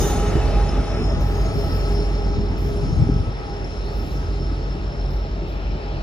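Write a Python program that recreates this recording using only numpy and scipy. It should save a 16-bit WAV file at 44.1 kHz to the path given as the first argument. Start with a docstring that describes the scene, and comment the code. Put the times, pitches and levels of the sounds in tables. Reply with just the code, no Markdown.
"""Train drawing away at dusk

Diesel locomotives push a long train away from a phone that stands beside the track.
The exhaust drones on multiples of its firing cycle and fans and gears whine as wavering tones.
Wheels roar and squeal and air valves spit, as shaped noise and narrow tones; the train fades with distance.
Crickets trill in the grass as pulsing tones, and a gust buffets the two microphone ports."""
import sys
import numpy as np
from scipy import signal
from scipy.fft import rfft, irfft, next_fast_len
from scipy.io import wavfile
from scipy.ndimage import uniform_filter1d, map_coordinates

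SR = 44100
rng = np.random.default_rng(int(sys.argv[2]) if len(sys.argv) > 2 else 0)


def file_out(sig):
    """Save sig as 16-bit WAV at sys.argv[1]."""
    # one column per channel
    cols = np.atleast_2d(sig).T
    # limit, then scale
    lim = np.clip(cols, -1, 1)
    pcm = np.round(lim * 32767).astype(np.int16)
    wavfile.write(sys.argv[1], SR, pcm)


N = 265712
T = np.arange(N) / SR  # seconds
FIRING_HZ = 5.875  # one whole engine cycle, in which every cylinder fires once

# Doppler shift as the path turns away. Each row: time in seconds, pitch factor.
GLIDE = [(0, 1.008), (.5, 1.004), (1.5, 1.001), (3, .997), (6.03, .996)]
# How alike the two ports hear the noises. Each row: frequency in Hz, left-right likeness (0 to 1).
ALIKE = [(50, 0.91), (110, 0.94), (250, 0.96), (600, 0.58), (1500, 0.67), (3000, 0.28), (4300, 0.93),
         (6000, 0.059)]
# Wheel modes that squeal. Each: frequency in Hz, width in Hz.
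DEEP, LOW, MIDDLE, HIGH = (3650, 60), (4995, 55), (6520, 110), (11084, 50)


def amp(db):
    """Decibels to gain."""
    return 10 ** (np.asarray(db) / 20)


def unit(x):
    """Scaled to rms 1."""
    return x / np.sqrt(np.mean(np.abs(x) ** 2) + 1e-20)


def along(points, hz):
    """Read a table of (Hz, value) points on a log frequency axis."""
    f, v = np.transpose(points)
    return np.interp(np.log(hz + 1), np.log(f + 1), v)


def curves(rows):
    """One value per sample for each column after the time."""
    s, *cols = np.transpose(rows)
    return [np.interp(T, s, c) for c in cols]


def wobble(rate):
    """A smooth random curve, rate knots a second."""
    knots = rng.standard_normal(int(N * rate / SR) + 4)
    return map_coordinates(knots, [T * rate])


def filtered(x, response):
    """x times a response of frequency."""
    m = next_fast_len(N + 8192)
    return irfft(rfft(x, m) * response(np.fft.rfftfreq(m, 1 / SR)), m)[..., :N]


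def rush(spectrum, alike, patchy_db):
    """Stereo noise of rms 1 with patches of random gain, silent outside its spectrum table."""
    z = signal.stft(rng.standard_normal((2, N)), nperseg=512)[2]
    field = rng.standard_normal(z.shape[1:])
    field = uniform_filter1d(uniform_filter1d(field, 6, 0), 12, 1)
    pair = signal.istft(z * amp(patchy_db * unit(field)), nperseg=512)[1][:, :N]

    def mid_side_response(hz):
        inside = (hz > spectrum[0][0]) * (hz < spectrum[-1][0])
        turn = np.arccos(np.clip(along(alike, hz), -1, 1)) / 2
        return amp(along(spectrum, hz)) * inside * [np.cos(turn), np.sin(turn)]

    mid, side = filtered(pair, mid_side_response)
    return unit(np.array([mid + side, mid - side]))


def tone(hz, width_hz, rough, apart):
    """A stereo tone of rms 1; the air and the ground scatter a share of it into a band of noise."""
    share = np.clip(rough, 0, 1)
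    blur = lambda: unit(wobble(width_hz) + 1j * wobble(width_hz))
    common = np.sqrt(1 - share) + np.sqrt(share) * blur()
    own = apart * np.array([blur(), blur()])
    carrier = np.exp(2j * np.pi * (np.cumsum(hz * np.ones(N)) / SR + rng.random()))
    return unit(np.real((common + own) * carrier))


def engine():
    """Firing pulses leave the stack as a drone; the higher multiples arrive more scattered."""
    # Exhaust level, wavering as it recedes. Each row: time in seconds, level in dB.
    drone = [(0.0, -27), (0.08, -24), (0.22, -22), (0.64, -18.5), (0.7, -26), (0.79, -20), (0.84, -28),
             (1.46, -20), (1.53, -27), (1.58, -25), (1.88, -21), (2.92, -26), (3.14, -24.5), (3.49, -34.5),
             (4.01, -23.5), (4.09, -25.5), (4.18, -22.5), (5.0, -27.5), (5.07, -23), (5.5, -28),
             (5.72, -22.5), (5.79, -32.5), (5.97, -24.5), (6.03, -27)]
    # Uneven cylinders put lines on many multiples of the cycle.
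    # Each row: multiple of the cycle, level in dB relative to the exhaust level.
    orders_db = [(7, -52), (8, 1), (9, -9.5), (10, -14.5), (11, -10.5), (12, -29), (13, -14), (14, -18.5),
                 (15, -11.5), (16, -21.5), (17, -18), (19, -22), (23, -19.5), (24, -15.5), (27, -23.5),
                 (30, -30), (32, -21.5)]
    scatter = .03  # share of noise gained with each multiple above the seventh
    (db,), (glide,) = curves(drone), curves(GLIDE)
    multiples, levels_db = np.transpose(orders_db)
    lines = 0
    for k, level_db in zip(multiples.round(), levels_db):
        line = tone(k * FIRING_HZ * glide, 3.134, rough=scatter * (k - 7), apart=0.092)
        lines = lines + amp(level_db) * line
    return amp(db) * lines


def whines():
    """Fan blades and gear teeth sing with their octave; the nearest unit adds blurred whines,
    some narrow and some broad, that fade."""
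    # Wavering fan hum and its octave, gear whine and its octave. Each row: time in seconds, level in dB.
    fan = [(0, -38), (.05, -27), (.12, -34.5), (.25, -29), (.4, -28), (.46, -47), (1, -37), (1.13, -32),
           (1.2, -46), (1.35, -36), (1.52, -36), (1.6, -29.5), (1.74, -46), (1.9, -34.5), (2.04, -33),
           (2.11, -40), (2.25, -34.5), (2.46, -32.5), (2.56, -53), (2.65, -31), (2.86, -34), (2.9, -54),
           (3.17, -35), (3.25, -53), (3.45, -48), (3.57, -36), (3.63, -52), (3.78, -36.5), (3.97, -40),
           (4.1, -58), (4.25, -41), (5, -65), (5.1, -45), (6.03, -52)]
    fan_octave = [(0, -35), (.3, -36.5), (.38, -49), (.5, -34), (.68, -36.5), (.85, -38.5), (1, -47),
                  (1.25, -42), (1.45, -42.5), (1.65, -49), (1.75, -50), (1.9, -42), (2, -50), (2.12, -39),
                  (2.35, -39.5), (2.45, -55), (2.55, -46), (2.7, -49.5), (3.12, -45.5), (3.32, -55),
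                  (3.45, -41.5), (3.7, -49), (3.85, -61), (5, -51), (6.03, -49)]
    gear = [(0, -57), (.15, -43.5), (.32, -42.5), (.5, -50), (1.3, -50.5), (1.5, -42.5), (1.88, -43),
            (1.95, -52), (2.3, -48), (2.8, -50), (3.25, -45.5), (3.34, -49), (3.42, -46), (3.52, -63),
            (3.9, -51.5), (4.4, -50.5), (4.53, -48), (4.63, -54), (4.72, -50), (5.03, -60), (6.03, -58)]
    gear_octave = [(0, -56), (.13, -49), (.22, -54), (.45, -48), (.7, -52), (1, -49), (1.12, -57),
                   (1.38, -53), (1.6, -56), (1.85, -52), (2.1, -57), (3, -61), (3.6, -59), (5.5, -61),
                   (5.8, -58), (6.03, -58)]
    # Shared level of two broad hums in the roar. Each row: time in seconds, level in dB.
    growl = [(0.0, -37), (0.94, -34), (1.04, -44), (1.11, -30), (1.33, -43), (1.38, -33), (2.63, -44.5),
             (2.74, -39), (3.41, -54), (3.42, -51), (4.53, -47), (4.8, -41.5), (5.96, -42), (6.03, -38)]
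    # The two hums. Each row: frequency in Hz, width in Hz, level in dB relative to the shared level.
    growl_hums = [(578.6, 45, -7), (657, 55, -6)]
    # Whines of the nearest locomotive, lost as it draws away: one frequency in Hz for each.
    whine_hz = 307, 436, 1238, 1846, 2939, 3655, 5825, 6225, 6700, 8000, 9365, 10670, 12000
    # The same whines in order. Each row: width in Hz, level at the start in dB, fade in dB a second.
    whine_fades = [(9.9, -47, 4.5), (30.12, -36, 3), (20.13, -44.5, 7), (23.2, -50, 6.5), (35.3, -48, 13),
                   (110.2, -46.5, 18), (90, -43, 60), (91, -35.5, 80), (110, -33.5, 70), (208, -47.5, 22),
                   (101, -43, 61), (203, -43.5, 50), (250, -43, 55)]
    glide, = curves(GLIDE)
    out = 0
    for first_db, octave_db, hz, width_hz, grain in ((fan, fan_octave, 408, 20, .3),
                                                     (gear, gear_octave, 1299, 25, .55)):
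        out = out + amp(curves(first_db)[0]) * tone(hz * glide, width_hz, rough=.15, apart=.2)
        octave = tone(2 * hz * glide, 1.8 * width_hz, rough=grain, apart=.3)
        out = out + amp(curves(octave_db)[0]) * octave
    growl_db, = curves(growl)
    for hz, width_hz, db in growl_hums:
        out = out + amp(db + growl_db) * tone(hz, width_hz, rough=.95, apart=.4)
    for hz, (width_hz, db, fade_db) in zip(whine_hz, whine_fades):
        out = out + amp(db - fade_db * T) * tone(hz, width_hz, rough=.95, apart=.4)
    return out


def wheels():
    """Wheels on rails: a throbbing rumble, rolling roar and rail hiss, each a band of shaped noise."""
    # Spectra of rumble, roar, rail hiss, a narrower hiss band and a late rough hiss.
    # Each row: frequency in Hz, relative density in dB per Hz.
    rumble = [(20, -23), (35, 3), (55, -2.5), (85, -1.5), (112, -9), (145, -4), (209, -9), (335, -9.5),
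              (420, -16), (550, -63)]
    rolling = [(210, -18.5), (350, -6.5), (416, -5), (487, -9), (751, -12), (821, -9.5), (993, -18),
               (1310, -20.5), (1600, -47), (2080, -65), (3520, -120)]
    rail = [(710, -32), (1200, -5), (1260, -0.5), (1580, -3.5), (3500, -10), (4280, -13), (4770, -14.5),
            (5320, -8), (6000, -25), (7800, -31), (13200, -120)]
    hiss_band = [(3300, -31), (3800, -5), (4300, -1.5), (4700, -4), (5100, -20)]
    late_band = [(1900, -25), (2400, 5), (3000, 2), (3500, -12), (4000, -2), (4500, -20)]
    # Course of the narrower hiss band. Each row: time in seconds, level in dB before a 1.5 dB cut.
    hiss = [(0.0, -49), (0.05, -49), (1.31, -51.5), (1.8, -47.5), (2.33, -54), (2.36, -45), (2.41, -54),
            (2.48, -52), (2.52, -62), (2.77, -53), (3.27, -65), (3.89, -52.5), (5.54, -62.5), (6.03, -53)]
    # The roar and rail hiss swell. Each row: middle in seconds, half length in seconds, rise in dB.
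    swells = [(1.806, 0.22, 1.5), (5.9, 0.26, 1)]
    # the throb comes twice a cycle, at a slightly unsteady rate
    throb_hz = 2 * FIRING_HZ * (1 + 0.035 * wobble(3.06))
    throb = np.sin(2 * np.pi * np.cumsum(throb_hz) / SR)
    chug = amp(1.5 * throb + 0.32 * wobble(11) + 2.67 * wobble(45))  # throb and uneven lumps, dB
    swell_db = sum(db * np.exp(-((T - s) / half) ** 2) for s, half, db in swells)
    out = fade(-23.5, 4.6, -39.5) * dip() * unit(chug * rush(rumble, ALIKE, patchy_db=0.5))
    out += fade(-27.5, 7.54, -38.5) * amp(swell_db) * rush(rolling, ALIKE, patchy_db=0.75)
    out += amp(curves(hiss)[0] - 1.5) * rush(hiss_band, ALIKE, patchy_db=3.5)
    late_start_s, late_rise_s, late_db = 5.36, 0.27, -52
    late_gain = amp(late_db) * np.clip((T - late_start_s) / late_rise_s, 0, 1)
    out += late_gain * rush(late_band, ALIKE, patchy_db=2.0)
    return out + fade(-36.5, 7.5, -44.5) * amp(swell_db) * rush(rail, ALIKE, patchy_db=1.04)


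def fade(near_db, loss_db, far_db):
    """Gain of a layer that loses loss_db per doubling of distance, over the steady far line."""
    double_s = 1.48  # the nearest locomotive is twice as far away after this time
    return np.hypot(amp(near_db - loss_db * np.log2(1 + T / double_s)), amp(far_db))


def dip():
    """Gain of the rumble: it dips briefly, then returns."""
    start_s, fall_s, back_s, depth_db = 3.16, 0.19, 0.71, 7
    return amp(-depth_db * np.interp(T, np.cumsum([start_s, fall_s, back_s]), [0, 1, 0]))


def flanges():
    """Wheel flanges rub: a bright sizzle of steel as noise, with short squeals on the wheel modes."""
    # Course of the sizzle. Each row: time in seconds, level in dB.
    rub = [(0, -37), (.2, -46), (.42, -49), (1.25, -54.5), (1.45, -52), (1.95, -52), (2.48, -60.5),
           (2.88, -53), (3.32, -61.5), (4.06, -57.5), (5.57, -67.5), (6.03, -65.5)]
    # Spectrum of the sizzle. 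Each row: frequency in Hz, relative density in dB per Hz.
    sizzle = [(4500, -37), (5600, 0.5), (6600, 0), (7600, -8.5), (8600, -5.5), (10000, -8.5), (11500, -17),
              (13500, -22.5), (15800, -25)]
    # Squeals once in a while. Each row: start in seconds, length in seconds, wheel mode, peak level in dB.
    squeals = [(-.09, 0.21, DEEP, -42.5), (-.25, 0.5, MIDDLE, -45), (-.06, 0.097, LOW, -37.5),
               (-.2, 0.4, LOW, -52), (0.24, 0.08, MIDDLE, -45.5), (1.304, 0.25, MIDDLE, -52),
               (1.312, 0.18, LOW, -53.5), (1.66, 0.32, LOW, -53), (2.64, 0.2, HIGH, -65),
               (2.8, 0.24, MIDDLE, -58), (2.8, 0.14, LOW, -58), (4.05, 0.14, HIGH, -70),
               (4.28, 0.16, LOW, -58), (5.097, 0.13, HIGH, -81)]
    rub_db, = curves(rub)
    out = amp(rub_db) * rush(sizzle, ALIKE, patchy_db=2.5)
    for s, length, (hz, width_hz), db in squeals:
        swell = np.sin(np.pi * np.clip((T - s) / length, 0, 1)) ** 0.67
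        out += amp(db) * swell * tone(hz, width_hz, rough=.3, apart=.4)
    return out


def valves():
    """Air valves spit: each jet of noise opens fast, holds and dies away under a lingering echo."""
    # Each row: start in seconds, rise in seconds, hold in seconds, level in dB without the echo.
    spits = [(0, .002, 0.082, -43.5), (1.204, .004, 0.11, -56.5), (1.34, .03, .06, -62),
             (1.51, 0.055, 0.18, -57), (1.723, .02, .04, -62), (1.87, 0.018, 0.046, -63),
             (2.575, .004, .1, -57.5), (3.846, 0.0032, .008, -68), (3.908, .06, 0.19, -61),
             (5.099, .004, .04, -63.5), (5.476, .004, .04, -67)]
    # Spectrum of the jet. Each row: frequency in Hz, relative density in dB per Hz.
    jet = [(8500, -43), (10000, -12), (11000, 0.5), (12000, -17), (13500, 0), (15000, -5), (15800, 6.5)]
    jet_t60_s, echo_t60_s, echo_db = 0.28, 1.8, -10.5  # times to fall 60 dB; echo relative to the jet
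    flow = np.zeros(N)
    for s, rise, hold, db in spits:
        opening = np.clip((T - s) / rise, 0, 1)
        after = np.clip(T - s - rise - hold, 0, None)
        decay = amp(-60 * after / jet_t60_s) + amp(echo_db - 60 * after / echo_t60_s)
        flow += amp(db) * opening * decay
    return flow * rush(jet, ALIKE, patchy_db=1.5)


def wind():
    """Lumpy buffeting with a few hard thumps, the buffeting only partly shared by the two ports."""
    # Course of the gust. Each row: time in seconds, level in dB.
    gust = [(0, -18.5), (.15, -34.5), (.6, -29), (.9, -31), (1.2, -27), (1.4, -31.5), (1.6, -23.5),
            (1.9, -30), (2.15, -33.5), (2.4, -26), (2.6, -28), (2.8, -25.5), (2.95, -23.5), (3.1, -22),
            (3.25, -28.5), (3.36, -36.5), (4.1, -41), (4.5, -41), (5.2, -49), (6.03, -37)]
    # Spectrum of the buffeting. Each row: frequency in Hz, relative density in dB per Hz.
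    buffet = [(15, -26), (30, -28), (45, -29), (65, 0.5), (115, 1), (170, -5), (260, -12.5), (350, -19),
              (500, -44)]
    # The hardest lumps. Each row: middle in seconds, frequency in Hz, length in cycles, peak in dB.
    thumps = [(2.838, 136, 2.5, -15), (2.93, 125, 2, -12.5), (2.973, 65.4, 1.1, -12),
              (3.004, 150, 3.8, -17), (3.073, 100, 1.3, -12.5), (3.0918, 204, 0.71, -8),
              (3.099, 168, 0.8, -5.5), (3.121, 131, 1.1, -14), (3.137, 110, 1.3, -15),
              (3.164, 97, 0.54, -8.5), (3.207, 85.5, 1, -9), (3.283, 96, 1.8, -17.5)]
    db, = curves(gust)
    lumps = amp(2 * wobble(35))  # dB of depth, knots a second
    likeness = [(30, .3), (70, 0.42), (200, 0.93)]  # (Hz, left-right likeness)
    out = amp(db) * unit(lumps * rush(buffet, likeness, patchy_db=2.0))
    for s, hz, cycles, peak_db in thumps:
        turns = (T - s) * hz
        skew = rng.normal(0, 0.31, (2, 1))  # each port feels the lump a little differently
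        out -= amp(peak_db) * np.exp(-(2 * turns / cycles) ** 2) * np.cos(2 * np.pi * turns + skew)
    return out


def crickets():
    """Three singers close in pitch, each a blurred tone pulsing at its own rate of wing strokes."""
    # Course of the chorus. Each row: time in seconds, level in dB.
    chorus_level = [(0.0, -45), (0.05, -51), (0.67, -54), (0.69, -42), (0.74, -51.5), (1.12, -42.5),
                    (1.16, -53), (1.51, -50), (1.58, -44.5), (1.81, -42.5), (1.89, -50), (1.96, -39.5),
                    (2.11, -51), (2.18, -47), (2.62, -55), (2.63, -49.5), (3.15, -50.5), (3.24, -57),
                    (3.74, -45), (3.79, -50), (4.33, -54), (4.45, -48.5), (4.56, -55), (4.73, -48.5),
                    (4.76, -58), (5.03, -48), (5.1, -52), (5.6, -61), (5.72, -57), (6.03, -59)]
    db, = curves(chorus_level)
    chorus = 0
    # pitch in Hz, strokes a second, level in dB within the chorus
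    for hz, strokes_hz, singer_db in ((5275, 40, -3), (5350, 85, -1), (5315, 43, 0)):
        rate_hz = strokes_hz * (1 + 0.05 * wobble(3))
        strokes = 1 + 0.29 * np.sin(2 * np.pi * np.cumsum(rate_hz) / SR)
        song = tone(hz + 8 * wobble(11), 85, rough=0.49, apart=0.55)
        chorus = chorus + amp(singer_db + 0.51 * wobble(7.2)) * strokes * song
    return amp(db) * unit(chorus)


def scene():
    """The body of the train sound reaches the left port first, more so as it draws away."""
    # Each row: time in seconds, left ahead in ms, left louder in dB.
    bearing = [(0, 0.044, -4.5), (.85, 0.055, -4), (1.2, 0.17, -3), (2.5, 0.21, -4), (6.03, 0.26, -3)]
    train = engine() + whines() + wheels()
    ahead_ms, louder_db = curves(bearing)
    placed = []
    for channel, side in zip(train, (1, -1)):  # each channel takes half of the difference
        moved = np.arange(N) + side * ahead_ms * SR / 2000
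        placed.append(amp(side * louder_db / 2) * map_coordinates(channel, [moved], mode="nearest"))
    return np.array(placed) + flanges() + valves() + crickets() + wind()


def record(dry):
    """The phone cuts deep bass and sends one treble signal to both channels, spread by a phase ramp."""
    # One row: shared treble above Hz, in phase at Hz, left behind in ms.
    ports = 7600, 6530, .272
    # Balance below the shared treble. Each row: frequency in Hz, left minus right in dB.
    sides = [(60, 2.5), (180, 2), (550, 6), (1650, 6), (4970, 4.5), (15000, -8)]
    low_hz, top_hz = 35.2, 15606  # bass cut, upper limit
    split_hz, zero_hz, behind_ms = ports
    upper = lambda hz: np.clip((hz - split_hz) / 600 + .5, 0, 1) * np.pi / 2  # crossover angle
    ramp = lambda hz: np.exp(1j * np.pi * np.outer([-1, 1], hz - zero_hz) * behind_ms / 1000)
    balance = lambda hz: amp(np.outer([.5, -.5], along(sides, hz)))
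    bass_cut = lambda hz: 1 / (1 + (low_hz / (hz + 1)) ** 8)
    body = filtered(dry, lambda hz: np.cos(upper(hz)) * balance(hz) * bass_cut(hz))
    treble = filtered(dry[0], lambda hz: np.sin(upper(hz)) * ramp(hz))
    return filtered(body + treble, lambda hz: hz < top_hz)


dry = scene()
out = record(dry)
file_out(out)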